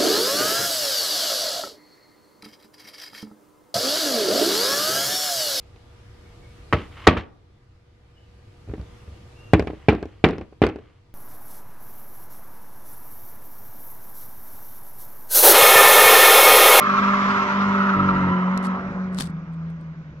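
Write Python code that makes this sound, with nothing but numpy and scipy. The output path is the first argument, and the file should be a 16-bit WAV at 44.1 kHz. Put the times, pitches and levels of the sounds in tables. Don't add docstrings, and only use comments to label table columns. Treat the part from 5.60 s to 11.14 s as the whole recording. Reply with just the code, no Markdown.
import sys
import numpy as np
from scipy import signal
from scipy.fft import rfft, irfft
from scipy.io import wavfile
from scipy.ndimage import uniform_filter1d

SR = 44100
rng = np.random.default_rng(int(sys.argv[2]) if len(sys.argv) > 2 else 0)


def persist_wave(psi):
    counts = np.round(np.clip(psi, -1, 1) * 32767).astype(np.int16)
    wavfile.write(sys.argv[1], SR, np.atleast_2d(counts).T)


N = 244314
RING_S = np.arange(SR // 2) / SR

# f/Hz, relative density/dB
HISS_SPECTRUM = [(94, -26), (160, -4.5), (260, -13), (340, -5.5), (430, -12.5), (700, -14.5), (1120, -18.5),
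                 (2220, -21), (4500, -26.5), (6300, -31.5), (9000, -36.5), (12000, -40), (14500, -58.5),
                 (16000, -67)]
RUMBLE_SPECTRUM = [(10, -34.5), (30, -15.5), (55, 1.5), (85, 4.5), (114, 6.5), (135, -18.5), (170, -18.5),
                   (300, -22), (600, -70.5)]
# f/Hz, correlation/1
HISS_COHERENCE = [(150, 0.75), (250, 1), (400, 0.15), (700, 0.097), (1500, 0.11), (5000, .02)]
# f/Hz, level/dB re hiss
BUZZ_TONES = [(360, -21), (480, -9), (720, -24), (960, -23.5), (1200, -19), (1253, -27.5), (1560, -30)]
# t/s, level/dB
SHOP_GAIN = [(0, -3.5), (.85, 0.64), (1.48, 1.8), (1.62, -9.5), (2.3, -9.5), (3.3, 0.5), (3.95, 0.3),
             (4.3, -4.5), (4.8, -7.5), (5.54, -10.5)]

# f/Hz, level/dB, t60/s
MOTOR_MODES = [(191, -9.5, 0.09), (315.6, -10, 0.4), (426.5, 5.5, 0.05), (485, -26.5, 0.11),
               (600, -8, 0.005), (672, -11, 0.048), (751, 3, 0.03), (1094, 1.5, 0.027),
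               (1350, -20.5, 0.048), (1640, 3, 0.031), (1850, -24, 0.14), (2520, 1, 0.065),
               (3200, -11.5, .03), (5130, -18.5, 0.056)]
COVER_MODES = [(460, -5, .05), (603, -9, 0.18), (822, -11.5, 0.13), (1138, -13.5, 0.15), (1212, -4, 0.075),
               (1303, 5, .05), (1575, -5.5, 0.065), (1860, -2.5, .06), (2000, -7, .05), (2370, -9, 0.045),
               (2830, -5.5, 0.033), (3040, -3.5, .04)]
BENCH_MODES = [(65, -4.5, .2), (76.8, 6.5, 0.13), (95.5, 4, 0.14), (125, -2, 0.1)]
MALLET_MODES = [(2130, -8.5, .04), (2356, 2.4, 0.054), (2550, -7.5, 0.033), (2950, -12, 0.043),
                (3600, -12.5, .03)]
# f/Hz, level/dB, t60/s
RIM_DECAY = [(150, -6, 0.98), (500, -7.5, 0.12), (1500, -18, 0.4), (4000, -18.5, .4), (7000, -14, 0.12),
             (10000, -15, .2)]
# f/Hz, level/dB
TRAY_SPECTRUM = [(90, -25), (150, -2.5), (320, -4), (600, -11.5), (1000, -11.5), (1600, -13), (2600, -13.5),
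                 (4000, -24), (6000, -35), (8000, -42), (14000, -59.5)]
CRACK_SPECTRUM = [(400, -13), (900, -3), (1500, 2.5), (2400, 1), (3200, -5.5), (4800, -4.5), (7000, -20),
                  (9000, -22.5), (12000, -36), (17000, -60.5)]
GRIT_SPECTRUM = [(180, -32), (350, -7.5), (650, -9.5), (1150, 0.5), (1600, -6), (2050, -2), (2500, -7),
                 (3050, -4.5), (3500, -12.5), (5500, -25.5), (7000, -34.5), (14000, -63)]
# f/Hz, t60/s
ROOM_DECAY = [(200, 0.56), (1000, 0.55), (4000, 0.12), (10000, 0.05)]

# t/s, level/dB, contact/ms, thud/dB, crack/dB
MOTOR_SHIFTS = [(0.161, -44.5, 0.07, -2, -2), (3.076, -37, 0.66, 9, -25), (3.087, -37, 0.34, -5, -14),
                (3.094, -24, 1.55, -8, -35), (3.111, -27.5, 1.4, -22, -35), (3.1367, -22, .36, -5, -21),
                (3.18, -31, 0.61, -5, -18), (3.194, -25.5, 2.2, 5, -35), (3.213, -41, 0.29, 9, 2),
                (3.225, -31.5, 1.9, -13, -35), (3.476, -32.5, 1.8, -1, -30), (3.519, -42.5, 1.4, 15, -33)]
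# t/s, length/s, f/Hz, flat at onset/Hz, level before fade/dB
FAR_WHISTLES = [(.645, 0.087, 2235, 60, -66), (.81, 0.14, 2244, 30, -60.5), (2.549, 0.12, 2960, 30, -65),
                (3.737, 0.27, 2770, 430, -55.5)]
# t/s, level/dB, thud/dB, rattle/dB, crack/dB
COVER_HITS = [(1.1265, -7, -6.5, -2.5, -37), (1.1336, -6.5, 2.5, -7.5, -37.5),
              (1.312, -43.5, -10.5, -1.5, -22.5), (1.4682, -21.5, -10, -15.5, -18.5),
              (1.4707, 4, -8, 0.5, -22.5), (1.4749, 6, -8.5, -17, -14), (1.4828, -6, 2.5, -7, -19.5),
              (1.5681, -19.5, 7, 2, -35)]
# t/s, length/s, first level/dB, last level/dB
TRAY_SLIDES = [(1.164, .12, -41, -53), (1.313, 0.056, -54, -52), (1.365, 0.099, -46, -43),
               (1.568, 0.097, -31.5, -68), (3.201, 0.39, -64, -66), (4.137, 0.23, -57.5, -65),
               (4.468, .15, -61, -67), (5.207, 0.19, -61, -72)]
# t/s, level/dB, rattle/dB, crack/dB, head/dB
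MALLET_BLOWS = [(3.9346, 3.5, -6, -14, -23), (4.2849, 0.5, -1.5, -19, -15), (4.64, -4, 5, -34, -12),
                (5.0178, -3, -4.5, -40, -25)]
# t/s, level/dB, rattle/dB, crack/dB
MOTOR_ROCKS = [(3.995, -9, -5.5, -8.5), (4.0235, -17.5, -20, -17), (4.0716, -19, 0.5, -14),
               (4.1006, -23, -4, -18), (4.133, -26, -13, -27), (4.3296, -12.5, -29.5, -18),
               (4.35, -21.5, -18.5, -12.5), (4.427, -21.5, -3, -11), (4.4551, -27, -4.5, -12.5),
               (4.687, -17, -1.5, -7.5), (4.708, -21, -6.5, -7.5), (4.73, -23, -1.5, -37.5),
               (4.782, -23.5, -1, -11.5), (4.811, -25.5, -2, -17.5), (4.925, -37.5, -7, -32),
               (5.036, -12, 7, -29.5), (5.066, -15.5, 0, -2.5), (5.089, -21.5, 0, -12),
               (5.159, -26.5, -5, -14), (5.186, -32, -3, -15)]


def gain(db):
    return 10 ** (np.asarray(db) / 20)


def unit_rms(x):
    return x / np.sqrt(np.mean(x ** 2) + 1e-20)


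def unit_peak(x):
    return x / (abs(x).max() + 1e-20)


def lookup(table, hz):
    table_hz, value = np.transpose(table)
    return np.interp(np.log(hz + 1), np.log(table_hz + 1), value)


def add(mix, start_s, sound):
    part = mix[:, round(start_s * SR):][:, :sound.shape[1]]
    part += sound[:, :part.shape[1]]


def coloured(x, spectrum):
    n = x.shape[-1]
    return irfft(rfft(x) * gain(lookup(spectrum, np.fft.rfftfreq(n, 1 / SR))), n)


def diffuse_noise(spectrum, coherence, patch_db):
    frames, hz = N // 256 + 5, np.fft.rfftfreq(1024, 1 / SR)
    draw = rng.standard_normal((frames, 513, 5)).T
    patches = unit_rms(uniform_filter1d(uniform_filter1d(draw[4], 10, 0), 14, 1))
    alike = np.clip(lookup(coherence, hz), 0, 1)[:, None]
    left = draw[0] + 1j * draw[1]
    right = alike * left + np.sqrt(1 - alike ** 2) * (draw[2] + 1j * draw[3])
    bands = np.array([left, right]) * gain(lookup(spectrum, hz)[:, None] + patch_db * patches)
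    return unit_rms(signal.istft(bands, nperseg=1024, noverlap=768)[1][:, :N])


def workshop(hiss_db=-53, rumble_db=-47, treble_hz=6760):
    t = np.arange(N) / SR
    drift_db = np.interp(t, *np.transpose(SHOP_GAIN))
    buzz = sum(gain(db) * np.sin(2 * np.pi * hz * t + rng.uniform(0, 6) + rng.uniform(0, 0.93, (2, 1)))
               for hz, db in BUZZ_TONES)
    hiss = diffuse_noise(HISS_SPECTRUM, HISS_COHERENCE, patch_db=1.3) + np.sqrt(2) * buzz
    treble = signal.sosfiltfilt(signal.butter(2, treble_hz, "high", fs=SR, output="sos"), hiss)
    hiss = hiss - treble + treble * gain(.6 * drift_db)
    rumble = diffuse_noise(RUMBLE_SPECTRUM, coherence=[(60, .999), (120, 1), (250, .3)], patch_db=0)
    return gain(hiss_db + drift_db) * hiss + gain(rumble_db + .7 * drift_db) * rumble


def modes(table):
    hz, db, t60_s = np.transpose(table)[:, :, None]
    return gain(db - 60 * RING_S / np.maximum(t60_s, .005)) * np.sin(2 * np.pi * hz * RING_S)


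def tray_rattle(contact_ms, lump_db=2.5, middle_t60_s=0.049):
    frames, hz = len(RING_S) // 32 + 5, np.fft.rfftfreq(128, 1 / SR)[:, None]
    t = np.arange(frames) * 32 / SR
    draw = rng.standard_normal((frames, 65, 5)).T
    side = np.minimum(.05 + hz / 7000, 1) * (draw[2] + 1j * draw[3])
    bands = draw[0] + 1j * draw[1] + np.array([side, -side])
    lumps = unit_rms(uniform_filter1d(uniform_filter1d(draw[4], 8, 0), 5, 1))
    rim_db, rim_t60_s = (lookup(np.array(RIM_DECAY)[:, [0, k]], hz) for k in (1, 2))
    decay = gain(-60 * t / middle_t60_s) + gain(rim_db - 60 * t / rim_t60_s)
    bands *= gain(lump_db * lumps) * decay
    bands /= np.hypot(1, hz * contact_ms / 400)
    bands /= np.hypot(1, 25 / (contact_ms * hz + 1))
    sound = coloured(signal.istft(bands, nperseg=128, noverlap=96)[1][:, :len(RING_S)], TRAY_SPECTRUM)
    return sound / np.sqrt(np.mean(sound[:, :900] ** 2)) / 3


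def crack(tau_s=.00055):
    draw = rng.standard_normal((3, 2048))
    u = RING_S[:2048] / tau_s
    return unit_peak(coloured(draw[0] + .7 * draw[1:], CRACK_SPECTRUM) * u ** 2 * np.exp(-u))


def contact(body, level_db, rattle_db, crack_db, thud_db, contact_ms, damping_db_per_s, polarity=1):
    u = RING_S[:1600] * 1000 / contact_ms
    force = u ** 2 * np.exp(-1.6 * u)
    drive = polarity * (1 + .35 * rng.standard_normal(len(body)))
    ring = (drive * (1 + .07 * rng.standard_normal((2, len(body))))) @ body
    ring = unit_peak(signal.oaconvolve(ring, force[None])[:, :len(RING_S)])
    air_push = polarity * unit_peak(np.gradient(np.exp(-((u - 4.5) / 2) ** 2)) * np.minimum(u, 1) ** 2)
    rattle = tray_rattle(contact_ms) * (1 - np.exp(-RING_S / 0.0027))
    thud = unit_peak(modes(BENCH_MODES).sum(0)) * (1 - np.exp(-RING_S / 0.0038))
    sound = (ring + gain(rattle_db) * rattle) * gain(-damping_db_per_s * RING_S) + gain(thud_db) * thud
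    add(sound, 0, gain(crack_db) * crack())
    add(sound, 0, gain(-3) * air_push[None])
    fade = np.minimum(10 * (RING_S[-1] - RING_S), 1)
    return gain(level_db) * sound * fade


def room_echo(x, low_cut_hz=110):
    taps = np.zeros((2, SR // 2))
    grid = np.arange(200, SR // 2 - 20, 20)
    delays = grid + rng.integers(0, 20, (2, len(grid)))
    np.put_along_axis(taps, delays, rng.choice([-1., 1.], delays.shape), 1)
    hz, t, bands = signal.stft(taps, SR, nperseg=256)
    tail = signal.istft(bands * gain(-60 * t / lookup(ROOM_DECAY, hz)[:, None]), SR, nperseg=256)[1]
    tail = signal.sosfilt(signal.butter(2, low_cut_hz, "high", fs=SR, output="sos"), tail)
    return signal.fftconvolve(x, tail / np.linalg.norm(tail[0]), axes=1)[:, :N]


def whistle(length_s, pitch_hz, flat_hz, level_db, swoop_s=.012, waver_hz=34.8, fade_db=-9):
    t = np.arange(0, length_s, 1 / SR)
    waver, flutter = (unit_rms(uniform_filter1d(v, 300)) for v in rng.standard_normal((2, len(t))))
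    hz = pitch_hz - flat_hz * np.exp(-t / swoop_s) + waver_hz * waver
    tone = np.sin(2 * np.pi * np.cumsum(hz) / SR + rng.uniform(0, 1.6, (2, 1)))
    level = gain(level_db + fade_db * t / length_s + 3.5 * flutter)
    return np.sqrt(2) * level * tone * signal.windows.tukey(len(t), .45)


def slide(length_s, first_db, last_db, snaps_per_s=3000, spread_db=2, snap_s=.0016):
    t = np.arange(0, length_s, 1 / SR)
    strength = gain(spread_db * np.minimum(rng.exponential(1, len(t)), 3))
    snaps = strength * (rng.random(len(t)) < snaps_per_s / SR)
    puffs = signal.oaconvolve(snaps, np.exp(-RING_S[:600] / snap_s))[:len(t)]
    draw = rng.standard_normal((3, len(t)))
    rasp = unit_rms(coloured(puffs * (draw[0] + .3 * draw[1:]), GRIT_SPECTRUM))
    level = gain(first_db + (last_db - first_db) * (t / length_s) ** 1.5)
    return level * rasp * signal.windows.tukey(len(t), .04)


def mallet_head(rise_s=.001):
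    drive = rng.uniform(.7, 1.3, (2, len(MALLET_MODES)))
    return drive @ modes(MALLET_MODES) * np.minimum(RING_S / rise_s, 1)


def scene():
    mix, motor, cover = np.zeros((2, N)), modes(MOTOR_MODES), modes(COVER_MODES)
    for t, db, contact_ms, thud_db, crack_db in MOTOR_SHIFTS:
        add(mix, t, contact(motor, db, rattle_db=-7.5, crack_db=crack_db, thud_db=thud_db,
                            contact_ms=contact_ms, damping_db_per_s=168))
    for t, *settings in FAR_WHISTLES:
        add(mix, t, whistle(*settings))
    for t, db, thud_db, rattle_db, crack_db in COVER_HITS:
        add(mix, t, contact(cover, db, rattle_db, crack_db, thud_db, contact_ms=.1, damping_db_per_s=60))
    for t, *settings in TRAY_SLIDES:
        add(mix, t, slide(*settings))
    for t, db, rattle_db, crack_db, head_db in MALLET_BLOWS:
        add(mix, t, gain(db + head_db) * mallet_head())
        add(mix, t, contact(motor, db, rattle_db, crack_db, thud_db=-4.5,
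                            contact_ms=.27, damping_db_per_s=43, polarity=-1))
    for t, db, rattle_db, crack_db in MOTOR_ROCKS:
        add(mix, t, contact(motor, db, rattle_db, crack_db, thud_db=-3,
                            contact_ms=.33, damping_db_per_s=168))
    low_cut = signal.butter(4, 55, "high", fs=SR, output="sos")
    mix = signal.sosfilt(low_cut, mix)
    return mix + gain(-30) * room_echo(mix) + workshop()


def record(dry, cutoff_hz=16300):
    clipped = dry / (1 + dry ** 8) ** (1 / 8)
    low_pass = signal.firwin(511, cutoff_hz, window=("kaiser", 9), fs=SR)
    return signal.oaconvolve(clipped, low_pass[None], "same")


dry = scene()
out = record(dry)
persist_wave(out)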